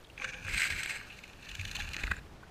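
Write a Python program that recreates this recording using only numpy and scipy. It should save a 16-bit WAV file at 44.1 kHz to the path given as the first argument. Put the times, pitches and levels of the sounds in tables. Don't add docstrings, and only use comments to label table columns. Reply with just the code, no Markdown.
import sys
import numpy as np
from scipy import signal
from scipy.fft import rfft, irfft, next_fast_len
from scipy.io import wavfile
from scipy.ndimage import uniform_filter1d, map_coordinates

SR = 44100
rng = np.random.default_rng(int(sys.argv[2]) if len(sys.argv) > 2 else 0)


def to_linear_factor(level_db):
    exponent = np.asarray(level_db, float) / 20
    return 10 ** exponent


def to_wav(s):
    ch = np.atleast_2d(s).T
    pcm = np.round(np.clip(ch, -1, 1) * 32767)
    wavfile.write(sys.argv[1], SR, pcm.astype(np.int16))


N = 110250

LEAVE_S = 2.195


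def unit(x):
    return x / np.sqrt(np.mean(x ** 2) + 1e-20)


def along(points, hz):
    f, v = np.transpose(points)
    return np.interp(np.log(hz + 1), np.log(f + 1), v)


def curves(rows):
    s, *columns = np.transpose(rows)
    return [np.interp(np.arange(N) / SR, s, c) for c in columns]


def wobble(rate):
    position = np.clip(np.arange(N) * rate / SR, 0, 1999)
    return map_coordinates(rng.standard_normal(2000), [position])


def filtered(x, response):
    m = next_fast_len(N + SR // 2)
    return irfft(rfft(x, m) * response(np.fft.rfftfreq(m, 1 / SR)), m)[..., :N]


def coloured_noise(points):
    return unit(filtered(rng.standard_normal(N), lambda f: to_linear_factor(along(points, f))))


def peak(f, hz, width_hz):
    return (1j * f * width_hz / (hz * hz - f * f + 1j * f * width_hz)) ** 2


def rung(burst, hz, width_hz):
    f = np.fft.rfftfreq(len(burst), 1 / SR)
    tone = irfft(rfft(burst) * peak(f, hz, width_hz), len(burst))
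    return tone * np.linalg.norm(burst) / np.linalg.norm(tone)


def step(s, width_s=0.0089):
    return np.clip((np.arange(N) / SR - s) / width_s + 0.5, 0, 1)


def add(track, s, sound):
    part = track[round(s * SR):][:len(sound)]
    part += sound[:len(part)]


def air():
    # frequency in Hz, level in dB per Hz.
    air_colour = [(20, -7.5), (120, -10), (350, -16), (1500, -24), (2200, -26.5), (6000, -37),
                  (15500, -51.5)]
    swell_db = 0.8 * (wobble(2.5) + wobble(25.66))
    return coloured_noise(air_colour) * to_linear_factor(-55 + swell_db)


def trickle():
    when, pitch, size = rng.random((3, 3000, 1))
    t = np.arange(200) / SR
    hz = 6240 * np.exp(0.466 * 4 * (pitch - 0.5))
    decay = np.exp(-t * hz / 5.9)
    grains = to_linear_factor(10 * size) * decay * np.sin(2 * np.pi * hz * t)
    at = (when * LEAVE_S * SR).astype(int) + np.arange(len(t))
    return to_linear_factor(-69.5) * unit(np.bincount(at.ravel(), grains.ravel(), N)[:N])


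def drops():
    # start in seconds, peak level in dB,
    # frequency in Hz, decay by 60 dB in seconds.
    falls = [(.045, -52.5, 3670, 0.012), (.047, -52, 3110, 0.013), (0.071, -52, 3300, 0.0074),
             (0.0995, -47, 2740, 0.014), (.2, -59, 815, 0.047), (0.214, -55, 1120, 0.057),
             (.236, -60.5, 525, 0.086), (1.753, -57, 1029, 0.044), (1.785, -57, 814, 0.065),
             (2.165, -60, 7100, 0.024), (2.428, -54.5, 1040, 0.021), (2.432, -56.5, 1490, 0.037)]
    out, t = np.zeros(N), np.arange(SR // 20) / SR
    for s, db, hz, t60 in falls:
        flutter = 1 + 0.56 * unit(uniform_filter1d(rng.standard_normal(len(t)), size=60))
        bubble = flutter * np.sin(2 * np.pi * hz * t * (1 + 0.029 * t / t60))
        splash = 0.21 * rng.standard_normal(len(t)) * to_linear_factor(-60 * t / 0.0017)
        shape = to_linear_factor(db + 17.5 - 60 * t / t60) * (1 - np.exp(-t / 0.0027))
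        add(out, s, shape * (bubble + splash))
    return out


def jolts():
    # start in seconds, peak level in dB, frequency in Hz, decay by 60 dB in seconds.
    thumps = [(0.251, -44.5, 106, .15), (.3, -46, 36.3, 0.26), (0.442, -34, 101.3, 0.21),
              (0.53, -19.5, 48, 0.061), (0.701, -37.5, 83.9, 0.35), (0.738, -31, 38.4, 0.11),
              (1.502, -39, 62, 0.27), (1.583, -30, 99.2, 0.24), (1.661, -33.5, 39.7, 0.21),
              (1.766, -38, 35.7, 0.69), (1.802, -32, 81.5, 0.21), (1.877, -38, 72.6, 0.29),
              (2.036, -19, 42.3, 0.11), (2.098, -20.5, 65.7, 0.088), (2.112, -18.5, 164, 0.034),
              (2.159, -41, 48, 0.36)]
    # frequency in Hz, level in dB.
    rumble_colour = [(8, -35), (25, 9), (100, 1.5), (220, -7), (600, -39)]
    attack_s = 0.0058
    out, t = np.zeros(N), np.arange(SR // 2) / SR
    drift = 1 + 0.089 * wobble(29.81)
    for s, db, hz, t60 in thumps:
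        turns = np.cumsum(np.resize(drift[round(s * SR):], len(t))) * hz / SR
        shape = to_linear_factor(db + 0.5 - 60 * t / t60) * (1 - np.exp(-t / attack_s)) ** 2
        add(out, s, shape * np.sin(2 * np.pi * turns))
    motion = unit(abs(uniform_filter1d(abs(out), size=SR // 12)))
    shake = motion ** 0.7 + 0.25
    return out + coloured_noise(rumble_colour) * shake * to_linear_factor(-53 + 2 * wobble(14.35))


def case(dull, bright):
    # frequency in Hz, width in Hz, level in dB.
    face_a = [(518, 42, -0.5), (815, 33, 9), (1130, 54, 11), (1622, 340, 23), (2400, 340, 22),
              (3250, 760, 1), (6260, 690, -0.5), (8370, 500, -12.5)]
    face_b = [(1670, 264, 15), (1865, 210, 11), (2162, 710, 16.5), (4000, 350, 3), (4750, 170, -3),
              (6250, 270, -6), (7510, 700, -5.5), (7940, 540, -4.5), (12340, 5900, -16.5)]
    face_c = [(849, 41, -8), (1763, 560, 7.5), (2550, 760, 11), (3450, 780, 2), (3920, 490, -1),
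              (6220, 2030, -5.5), (8300, 3600, -24), (12050, 2200, -13.5)]
    face_d = [(1680, 530, 6.5), (2490, 310, 4.5), (3580, 1060, -8), (6800, 3000, -22), (11700, 2900, -33)]
    # frequency in Hz, gain in dB.
    shell = [(250, 29), (500, 18), (1000, 3), (1500, -2.5), (9000, 0), (15000, -11.5)]
    move_times = [
        0.46,
        1.057,
        1.997,
    ]
    bright_hz, move_s, between_db = 3300, 0.24, -33.5

    def low(f):
        return 1 / (1 + 1j * f / bright_hz) ** 2

    def high(f):
        return -(1j * f / bright_hz) ** 2 * low(f)

    force = filtered(dull, low) + filtered(bright, high)
    moves = [1, *[step(s, move_s) for s in move_times], 0]
    grid_hz = np.fft.rfftfreq(4096, 1 / SR)
    out = np.zeros(N)
    for face, arrive, leave in zip((face_a, face_b, face_c, face_d), moves, moves[1:]):
        def body(f):
            modes = sum(to_linear_factor(db) * peak(f, hz, width) for hz, width, db in face)
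            return to_linear_factor(along(shell, f)) * (to_linear_factor(between_db) + modes)

        loudness = np.sqrt(np.mean(abs(body(grid_hz)) ** 2))
        out += filtered(force * (arrive - leave), body) / loudness
    return out


def snaps():
    # start in seconds, peak level in dB, brightness in dB, knock in dB.
    releases = [(.449, -24, 8, -13), (0.4672, -27, 9, -10), (0.6176, -22, -4, -14), (0.701, -26, 12, 2),
                (0.8598, -14.5, 5, -6.5), (1.299, -31, -3, -14), (1.7655, -32, 8.5, -1),
                (1.9339, -32.5, 18, -22), (1.9658, -16, 2.5, -15), (2.0389, -16, -14, -3.5),
                (2.1185, -19, 12, -1.5)]
    snap_s, knock_hz = 0.00006, 610
    dull, bright, knock = np.zeros((3, N))
    t = np.arange(SR // 200) / SR
    for s, db, bright_db, knock_db in releases:
        blow = to_linear_factor(db - 1) * np.exp(-t / snap_s) * (1 + 0.2 * rng.standard_normal(len(t)))
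        crack = to_linear_factor(db - 1 + bright_db) * np.exp(-t / snap_s / 4) * rng.standard_normal(len(t))
        add(dull, s, blow)
        add(bright, s, crack)
        add(knock, s, blow * to_linear_factor(knock_db + 7))
    return dull, bright, filtered(knock, lambda f: peak(f, knock_hz, 3 * knock_hz))


def knots():
    # time in
    # seconds, peak level in dB, ring in Hz, brightness in dB, length in ms.
    catches = [(0.1773, -25.5, 2500, -24, 4.6), (0.1981, -27.5, 2420, -9, 3.3), (0.2174, -24.5, 2420, 2, 8.7),
               (0.2427, -23, 1573, 20.5, 6.2), (0.2894, -28.5, 2310, -16, 7.2), (0.4817, -22, 1680, 3, 3.2),
               (0.601, -31, 2210, 23.5, 2.2), (0.617, -17, 1920, 13.5, 5.8), (0.6405, -18, 2100, 9, 2.05),
               (0.7015, -23, 2340, 13, 6.2), (0.8312, -28, 8250, 15, 7.3), (0.8912, -28, 1970, 7, 9.5),
               (1.097, -34.5, 2450, -15, 17.3), (1.1856, -37.5, 2260, 7, 7.8), (1.2356, -36.5, 2130, 8, 9.5),
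               (1.4872, -34, 2690, 10, 12.3), (1.512, -32.5, 2670, 9, 8.2), (1.5486, -26.5, 2790, 8.5, 8.2),
            (1.5937, -26.5, 2530, 2.7, 7.4), (1.6108, -32.5, 2230, 15, 5.6), (1.65, -24, 2800, 6.7, 7.3),
            (1.674, -30.5, 2800, 6.5, 17), (1.6929, -31, 2550, 3.5, 3.5), (1.7122, -29.5, 2720, 14, 7.5),
            (1.7492, -28.5, 2110, 11, 9.7), (1.7644, -21, 2870, 5.2, 4.4), (1.7997, -25.5, 1860, 2.5, 8.5),
            (1.933, -28, 2650, 10.4, 7.3), (1.942, -24, 2280, 5.3, 5.4), (1.9658, -26, 2700, 2.5, 4.4),
            (1.986, -30.5, 1850, 2.2, 8.2), (2.0346, -18.5, 2200, 0.76, 7.5),
            (2.0685, -25.5, 1920, 8.5, 5.5), (2.0766, -27, 1610, 3.9, 5.4), (2.1122, -15, 1670, 0.87, 8),
            (2.1859, -36, 1670, 1.7, 3),
               (0.248, -27.5, 2410, 17, 6.4), (0.333, -31.5, 2380, 13, 4), (.339, -28.5, 2570, -6, 12.3),
             (0.495, -23, 2190, 3, 4.8), (.506, -29, 2110, 11, 11), (0.545, -25.5, 2250, 15, 6.2),
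             (.5645, -24, 2120, 7, 4), (0.568, -31.5, 8380, 3, 25), (0.575, -44, 2220, 6, 10),
             (.596, -26, 8160, 10, 8.1), (0.6037, -19.5, 1770, -7, 5.6), (.624, -28, 2120, 13, 4.2),
             (.665, -24, 2290, 7, 7.6), (.7215, -27, 1800, 3, 6), (.781, -30, 2150, 12, 11.5),
             (.831, -25, 2380, 18.5, 5.95), (.917, -32, 2670, 10, 6.1), (.942, -37, 2300, -4, 10.5),
             (1.01, -34, 1530, 5, 8.5), (1.117, -38, 2580, -8, 18), (1.277, -41, 2340, 10.5, 4.7),
             (1.332, -38.5, 2680, 3, 5.9), (1.394, -49, 2500, 1, 5.3), (1.424, -39, 2620, 4, 14.5),
             (1.455, -43, 3800, 3, 5.1), (1.752, -28, 4350, 11.5, 10.1), (1.792, -28, 2880, 6.5, 14.4),
             (1.807, -32, 3400, 10, 8), (1.82, -26, 2240, 4, 5), (1.888, -31, 2670, 11.5, 6.1),
             (1.915, -35, 2500, -7, 3), (1.949, -30, 2800, -7, 3.3), (1.994, -25, 2540, -6, 5.43),
             (2.105, -33, 1700, 11, 5.5), (2.166, -33.5, 1670, -2, 3.9)]
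    thud_hz = 544
    dull, bright, ring = np.zeros((3, N))
    t = np.arange(SR // 20) / SR
    for s, db, hz, bright_db, ms in catches:
        start = s - 0.28 * ms / 1000
        u = t / (ms / 1000)
        shape = np.minimum(u / 0.62, 1) ** 2 * np.exp(-u ** 2.36)
        grain_db = 2 * unit(uniform_filter1d(rng.standard_normal(len(t)), size=50))
        burst = rng.standard_normal(len(t)) * to_linear_factor(grain_db) * shape
        burst *= to_linear_factor(db - 12) * np.linalg.norm(shape) / np.linalg.norm(burst)
        add(dull, start, burst)
        add(bright, start, burst * to_linear_factor(bright_db))
        add(ring, start, to_linear_factor(4.5) * rung(burst, hz, 600))
        thud_db = -16.5 + (0.77 - 1) * (db + 22.5)
        add(ring, start, to_linear_factor(thud_db) * rung(burst, thud_hz, 2.6 * thud_hz))
    return dull, bright, ring


def patchy(x):
    z = signal.stft(x, nperseg=256)[2]
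    field = uniform_filter1d(rng.standard_normal(z.shape), size=4, axis=0)
    field = uniform_filter1d(field, size=6, axis=1)
    return signal.istft(z * to_linear_factor(1.8 * unit(field)), nperseg=256)[1][:N]


def threads():
    # time in seconds, pressure in dB, brightness in dB.
    drag = [(.17, -63.5, 20), (.25, -46, 15), (.35, -50, 12), (.425, -54, 15), (.46, -44, 9.5),
            (.56, -39, 12), (.65, -35.5, 10), (.76, -41, 9.5), (.95, -36.5, 4), (1.02, -45, -0.5),
            (1.12, -51, 0.5), (1.37, -60.5, 0), (1.46, -48.5, -2.5), (1.72, -46.5, 1.5), (1.8, -40, -3),
            (1.9, -48, 0), (2.02, -43.5, 4), (2.19, -52, 6)]
    touch_s, slips_per_s = 0.18, 2100
    pressure_db, bright_db = curves(drag)
    slipping = rng.random((2, N)) < slips_per_s / SR
    size_db = 3 * np.minimum(rng.exponential(size=(2, N)), 3)
    direction = np.sign(rng.standard_normal((2, N)))
    coarse, fine = unit(slipping * to_linear_factor(size_db) * direction) + to_linear_factor(-4) * rng.standard_normal((2, N))
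    clump_db = -0.6 * 2 * np.tanh(wobble(32) / 2) + 1.5 * wobble(130)
    fine_db = 0.7 * clump_db + 2 * wobble(62)
    press = to_linear_factor(pressure_db) * step(touch_s) * (1 - step(LEAVE_S))
    dull = patchy(unit(coarse * to_linear_factor(clump_db)))
    bright = patchy(unit(fine * to_linear_factor(fine_db)) * to_linear_factor(bright_db))
    return dull * press, bright * press


def scene():
    dull, bright, ring = np.add(knots(), snaps())
    rub_dull, rub_bright = threads()
    contact = case(dull + rub_dull, bright + rub_bright) + ring
    return (contact + jolts() + drops() + trickle() + air())[None]


def band_limit(x):
    return signal.sosfilt(signal.butter(12, 15610, fs=SR, output="sos"), x)


def record(dry):
    mix = filtered(dry, lambda f: f < 15560)
    return band_limit(mix)


dry = scene()
out = record(dry)
to_wav(out)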